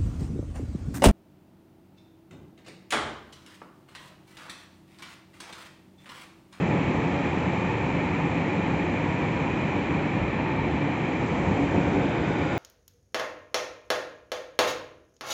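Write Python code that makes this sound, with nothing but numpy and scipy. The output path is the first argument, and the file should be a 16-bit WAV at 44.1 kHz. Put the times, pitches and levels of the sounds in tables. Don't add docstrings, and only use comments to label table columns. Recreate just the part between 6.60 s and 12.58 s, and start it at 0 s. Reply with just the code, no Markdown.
import sys
import numpy as np
from scipy import signal
from scipy.fft import rfft, irfft, next_fast_len
from scipy.io import wavfile
from scipy.ndimage import uniform_filter1d

SR = 44100
rng = np.random.default_rng(int(sys.argv[2]) if len(sys.argv) > 2 else 0)


def transcribe(signal):
    frames = np.atleast_2d(signal).T
    limited = np.clip(frames, -1, 1)
    pcm = np.round(limited * 32767).astype(np.int16)
    wavfile.write(sys.argv[1], SR, pcm)


N = 263718


def from_db(db):
    return 10 ** (np.asarray(db) / 20)


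def seconds():
    return np.arange(N) / SR


def in_time(rows):
    s, *columns = np.transpose(rows)
    return [np.interp(seconds(), s, column) for column in columns]


def ramp(start_s, rise_s):
    return np.clip((seconds() - start_s) / rise_s, 0, 1)


def swell(centre_s, half_s):
    return np.exp(-((seconds() - centre_s) / half_s) ** 2)


def rms_one(x):
    return x / np.sqrt(np.mean(x ** 2) + 1e-20)


def steady(x, span_s):
    span = max(int(span_s * SR), 2)
    return x / np.sqrt(uniform_filter1d(x ** 2, span) + 1e-20)


def drift(rate_hz):
    size = next_fast_len(N, True)
    hz = np.arange(size // 2 + 1) * SR / size
    low_pass = (hz > 0) / (1 + (hz / rate_hz) ** 2)
    return rms_one(irfft(rfft(rng.standard_normal(size)) * low_pass, size)[:N])


def resonance(x, hz, width_hz):
    r = np.exp(-np.pi * width_hz / SR)
    feedback = [1, -2 * r * np.cos(2 * np.pi * hz / SR), r * r]
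    return signal.lfilter(np.array([1, 0, -1]) * (1 - r * r) / 2, feedback, x)


def ring(force, hz, t60):
    r = from_db(-60 / (t60 * SR))
    w = 2 * np.pi * hz / SR
    return signal.lfilter([0, np.sin(w)], [1, -2 * r * np.cos(w), r * r], force + 1e-18)


def shaken(colour, modes, steady_s):
    points_hz, points_db = np.transpose(colour)
    hz = np.maximum(np.arange(N // 2 + 1) * SR / N, 1)
    skirts = np.minimum(hz / points_hz[0], 1) ** 2 * np.minimum(points_hz[-1] / hz, 1) ** 2
    gain = skirts * from_db(np.interp(np.log(hz), np.log(points_hz), points_db))
    x = irfft(rfft(rng.standard_normal(N)) * gain, N)
    for mode_hz, width_hz, lift_db in modes:
        x = x + (from_db(lift_db) - 1) * resonance(x, mode_hz, width_hz)
    return steady(rms_one(x), steady_s)


def narrow_band(hz, half_width_hz):
    phase = 2 * np.pi * np.cumsum(hz * np.ones(N)) / SR
    in_phase = drift(half_width_hz) * np.cos(phase)
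    quadrature = drift(half_width_hz) * np.sin(phase)
    return rms_one(in_phase + quadrature)


def drone(hz, half_width_hz, steady_s):
    return steady(narrow_band(hz, half_width_hz), steady_s)


def rolling(turns_hz, throb_db):
    # t/s, level/dB
    rumble = [(0, -26.5), (.85, -28.5), (2.1, -28), (2.45, -29), (3.0, -28), (4.3, -28.5), (4.65, -28),
              (5.06, -31), (5.3, -29), (5.98, -31)]
    # f/Hz, relative density level/dB
    body_colour = [(60, -26.5), (85, -15.5), (108, -2), (150, 0), (195, 1.5), (230, -3.5), (262, 0),
                   (305, -1), (365, -3.5), (435, -11.5), (700, -35.5)]
    track_colour = [(300, -9), (430, -3.5), (480, 0.5), (545, -0.5), (610, -3.5), (770, -4.5), (900, -4),
                    (1020, -5.5), (1200, -9.5), (1500, -19), (2500, -42.5)]
    steel_colour = [(900, -10), (1280, -1.5), (1520, -3), (1900, -0.5), (2200, 2), (2560, 0), (2720, -5.5),
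                    (3100, -8), (3350, -11), (3750, -15.5), (4100, -15), (4600, -26.5), (5400, -28.5),
                    (8000, -58)]
    # f/Hz, relative density level/dB
    worn_colour = [(30, -31.5), (48, -9), (80, -7.5), (135, -1.5), (225, -12.5), (315, 2.5), (420, 3.5),
                   (540, 2.5), (640, -3.5), (800, -4.5), (1000, -9), (1300, -23.5)]
    # f/Hz, bandwidth f/Hz, lift level/dB (negative: a dip)
    body_modes = [(143, 8.7, 1.5), (190, 8.3, -0.5)]
    track_modes = [(725, 28, 2.9), (826, 14, 5.8), (930, 75, 1.4)]
    steel_modes = [(1808, 160, 4.9), (2315, 280, 2.1), (3130, 100, 2.2), (3900, 140, 1.4)]
    worn_modes = [(715, 12, 8.7), (822, 18, 4.9)]
    track_start_db, steel_start_db, easing_db_per_s = -32.5, -36.5, 0.17
    body_share_of_wear = 0.43

    wear = worn_track()
    rumble_db, = in_time(rumble)
    body_gain = from_db(rumble_db) + body_share_of_wear * wear
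    body = body_gain * shaken(body_colour, body_modes, steady_s=0.15)
    track = from_db(track_start_db) * shaken(track_colour, track_modes, steady_s=0.32)
    steel = from_db(steel_start_db) * shaken(steel_colour, steel_modes, steady_s=0.77)
    bogie = wear * shaken(worn_colour, worn_modes, steady_s=0.18)
    easing = from_db(-easing_db_per_s * seconds())
    turns = np.cumsum(turns_hz * (1 + 0.01 * drift(0.98))) / SR
    load = from_db(throb_db * np.cos(2 * np.pi * turns))
    rail_sounds = easing * (track + steel) + rail_howl() + wheel_ring()
    return body + bogie + bogie_groan() + load * rail_sounds


def worn_track():
    # start t/s, length t/s, level/dB
    stretches = [(0.04, 0.57, -38.5), (4.84, 0.19, -31.5), (5.156, 0.293, -30.5), (5.45, 0.5, -34)]
    approach_s, leave_s = 0.091, 0.06
    t, gain = seconds(), np.zeros(N)
    for start, length, level_db in stretches:
        before = np.maximum(start - t, 0) / approach_s
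        behind = np.maximum(t - start - length, 0) / leave_s
        gain = np.maximum(gain, from_db(level_db) * np.exp(-(before + behind)))
    return gain


def rail_howl():
    # t/s, f/Hz, level/dB
    howl = [(0, 888, -44.5), (.92, 880, -41.5), (1.45, 894, -43), (1.72, 815, -40), (1.98, 838, -39.5),
            (2.3, 895.5, -43.5), (2.62, 965, -41), (3.45, 989, -52), (3.9, 891, -39), (4.5, 890, -45.5),
            (5.3, 882, -50.5), (5.98, 933, -46.5)]
    hz, level_db = in_time(howl)
    return from_db(level_db) * drone(hz, half_width_hz=47, steady_s=0.3)


def wheel_ring():
    mode_hz, wander_hz, half_width_hz = 2381, 41.97, 89
    full_db, build_db, build_s = -43, 6, 1.1
    creep_at_s, creep_rise_s, creep_damping_db = 4.47, 0.51, 4.5
    flutter_db, flutter_rate_hz = 1.1, 29
    missing_db = build_db * (1 - ramp(0, build_s))
    damping_db = creep_damping_db * ramp(creep_at_s, creep_rise_s)
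    level_db = full_db - missing_db - damping_db + flutter_db * drift(flutter_rate_hz)
    hz = mode_hz + wander_hz * drift(6)
    return from_db(level_db) * drone(hz, half_width_hz, steady_s=0.31)


def bogie_groan():
    # centre t/s, 1/e half length t/s, f/Hz, peak level/dB
    groans = [(0.213, 0.08, 252, -34), (0.58, 0.1, 280, -34.5), (1.457, 0.43, 273.3, -35.5),
              (2.096, 0.67, 296, -35), (3.33, 0.3, 300, -34), (4.2, 0.15, 290, -34.5),
              (5.02, 0.08, 287, -27.5), (5.336, 0.16, 289, -31.5), (5.847, 0.15, 290, -36)]
    out = np.zeros(N)
    for s, half_s, hz, level_db in groans:
        out += from_db(level_db) * swell(s, half_s) * drone(hz, half_width_hz=9.7, steady_s=0.048)
    return out


def rail_joints(spread_db, scatter_s):
    # earliest t/s, mean level/dB
    joints = [(0.125, -22.5), (0.2, -29), (4.881, -23), (4.905, -21), (5.143, -17), (5.173, -16.5),
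              (5.274, -22), (5.321, -27), (5.449, -22.5)]
    # f/Hz, relative level/dB, 60 dB decay t/s
    floor_modes = [(115, -20.5, 0.096), (150, -3.5, 0.1), (185, -0.5, 0.09), (238, -8.5, 0.049),
                   (285, -7, 0.083), (348, -5, 0.09), (407, -10, 0.06), (560, -16, 0.12), (684, -16, 0.06),
                   (896, -10, 0.076)]
    s, blow_db = np.transpose(joints)
    out = np.zeros(N)
    for hz, mode_db, t60 in floor_modes:
        force = np.zeros(N)
        at = ((s + scatter_s * rng.random(len(s))) * SR).astype(int)
        force[at] = from_db(blow_db + mode_db + spread_db * rng.standard_normal(len(s)))
        out += ring(force, hz, t60)
    return signal.sosfilt(signal.butter(5, [85, 1100], "band", fs=SR, output="sos"), out)


def body_boom():
    # centre t/s, peak level/dB
    dips = [(3.31, -33.5), (3.63, -30), (4.0, -35), (4.14, -34.5), (4.88, -30), (5.04, -37), (5.277, -35),
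            (5.82, -38)]
    gain = sum(from_db(level_db) * swell(s, half_s=0.032) for s, level_db in dips)
    return gain * drone(72, half_width_hz=14, steady_s=0.034)


def wheel_song():
    # onset t/s, rise t/s, starting f/Hz, sag (f/Hz per second), full width f/Hz, level/dB
    song = [(5, 0.16, 1565, 130, 180, -43.5), (4.7, 0.49, 3150, 0, 500, -55),
            (4.93, 0.6, 3620, 0, 360, -55), (4.97, 0.8, 5000, 150, 240, -63.5)]
    out = np.zeros(N)
    for onset, rise, start_hz, sag, width_hz, level_db in song:
        hz = start_hz - sag * np.maximum(seconds() - onset, 0)
        out += from_db(level_db) * ramp(onset, rise) * narrow_band(hz, width_hz / 2)
    return out


def deep_rumble():
    # t/s, level/dB
    deep_level = [(0, -40), (.27, -34), (.5, -40.5), (.68, -36), (1.7, -37.5), (1.9, -44), (2.05, -36),
                  (2.7, -37), (3.1, -38), (3.42, -39), (3.75, -38), (4.1, -36), (4.24, -42), (4.45, -42),
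                  (4.53, -39), (4.95, -35.5), (5.4, -35.5), (5.55, -36.5), (5.98, -39)]
    # f/Hz, relative density level/dB
    deep_colour = [(22, -43), (31, -25), (40, -16.5), (50, -10), (62, -7), (78, -2.5), (95, 0.5), (120, -5),
                   (170, -23.5)]
    level_db, = in_time(deep_level)
    return from_db(level_db) * shaken(deep_colour, [], steady_s=0.25)


def drive_hum():
    # t/s, f/Hz, level/dB
    hum = [(0, 163, -32.5), (.55, 165.2, -34.5), (.88, 172.9, -32), (1.1, 169, -36.5), (1.4, 168, -35.5),
           (2.15, 162.2, -34), (2.5, 155.2, -36.5), (3.9, 153, -38), (4.6, 150.2, -36),
           (5.98, 148.5, -38.5)]
    hz, level_db = in_time(hum)
    return from_db(level_db) * drone(hz, half_width_hz=8, steady_s=0.12)


def draught():
    # t/s, level/dB
    hiss_level = [(0, -58.5), (.9, -58.5), (1.2, -59.5), (3.1, -59.5), (4.0, -63.5), (4.08, -61.5),
                  (4.33, -61), (4.72, -57), (5.33, -57), (5.52, -59.5), (5.98, -57)]
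    # f/Hz, relative density level/dB
    air_colour = [(3000, -10), (4600, 1), (5400, -1.5), (5850, 3.5), (6400, 2.5), (7100, 4), (7600, 3),
                  (7900, -8), (8400, -30.5)]
    level_db, = in_time(hiss_level)
    return from_db(level_db) * shaken(air_colour, [], steady_s=0.2)


def scene():
    running = rolling(turns_hz=7.2, throb_db=0.2) + deep_rumble() + drive_hum() + body_boom()
    joints = rail_joints(spread_db=3.5, scatter_s=0.0056)
    return (running + wheel_song() + joints + draught())[None]


def record(dry):
    bass_cut = signal.butter(4, 35, "high", fs=SR, output="sos")
    treble_cut = signal.ellip(12, 0.1, 90, 8450, fs=SR, output="sos")
    thinned = signal.sosfilt(bass_cut, dry * ramp(0, 0.00045))
    return signal.sosfilt(treble_cut, thinned)


dry = scene()
out = record(dry)
transcribe(out)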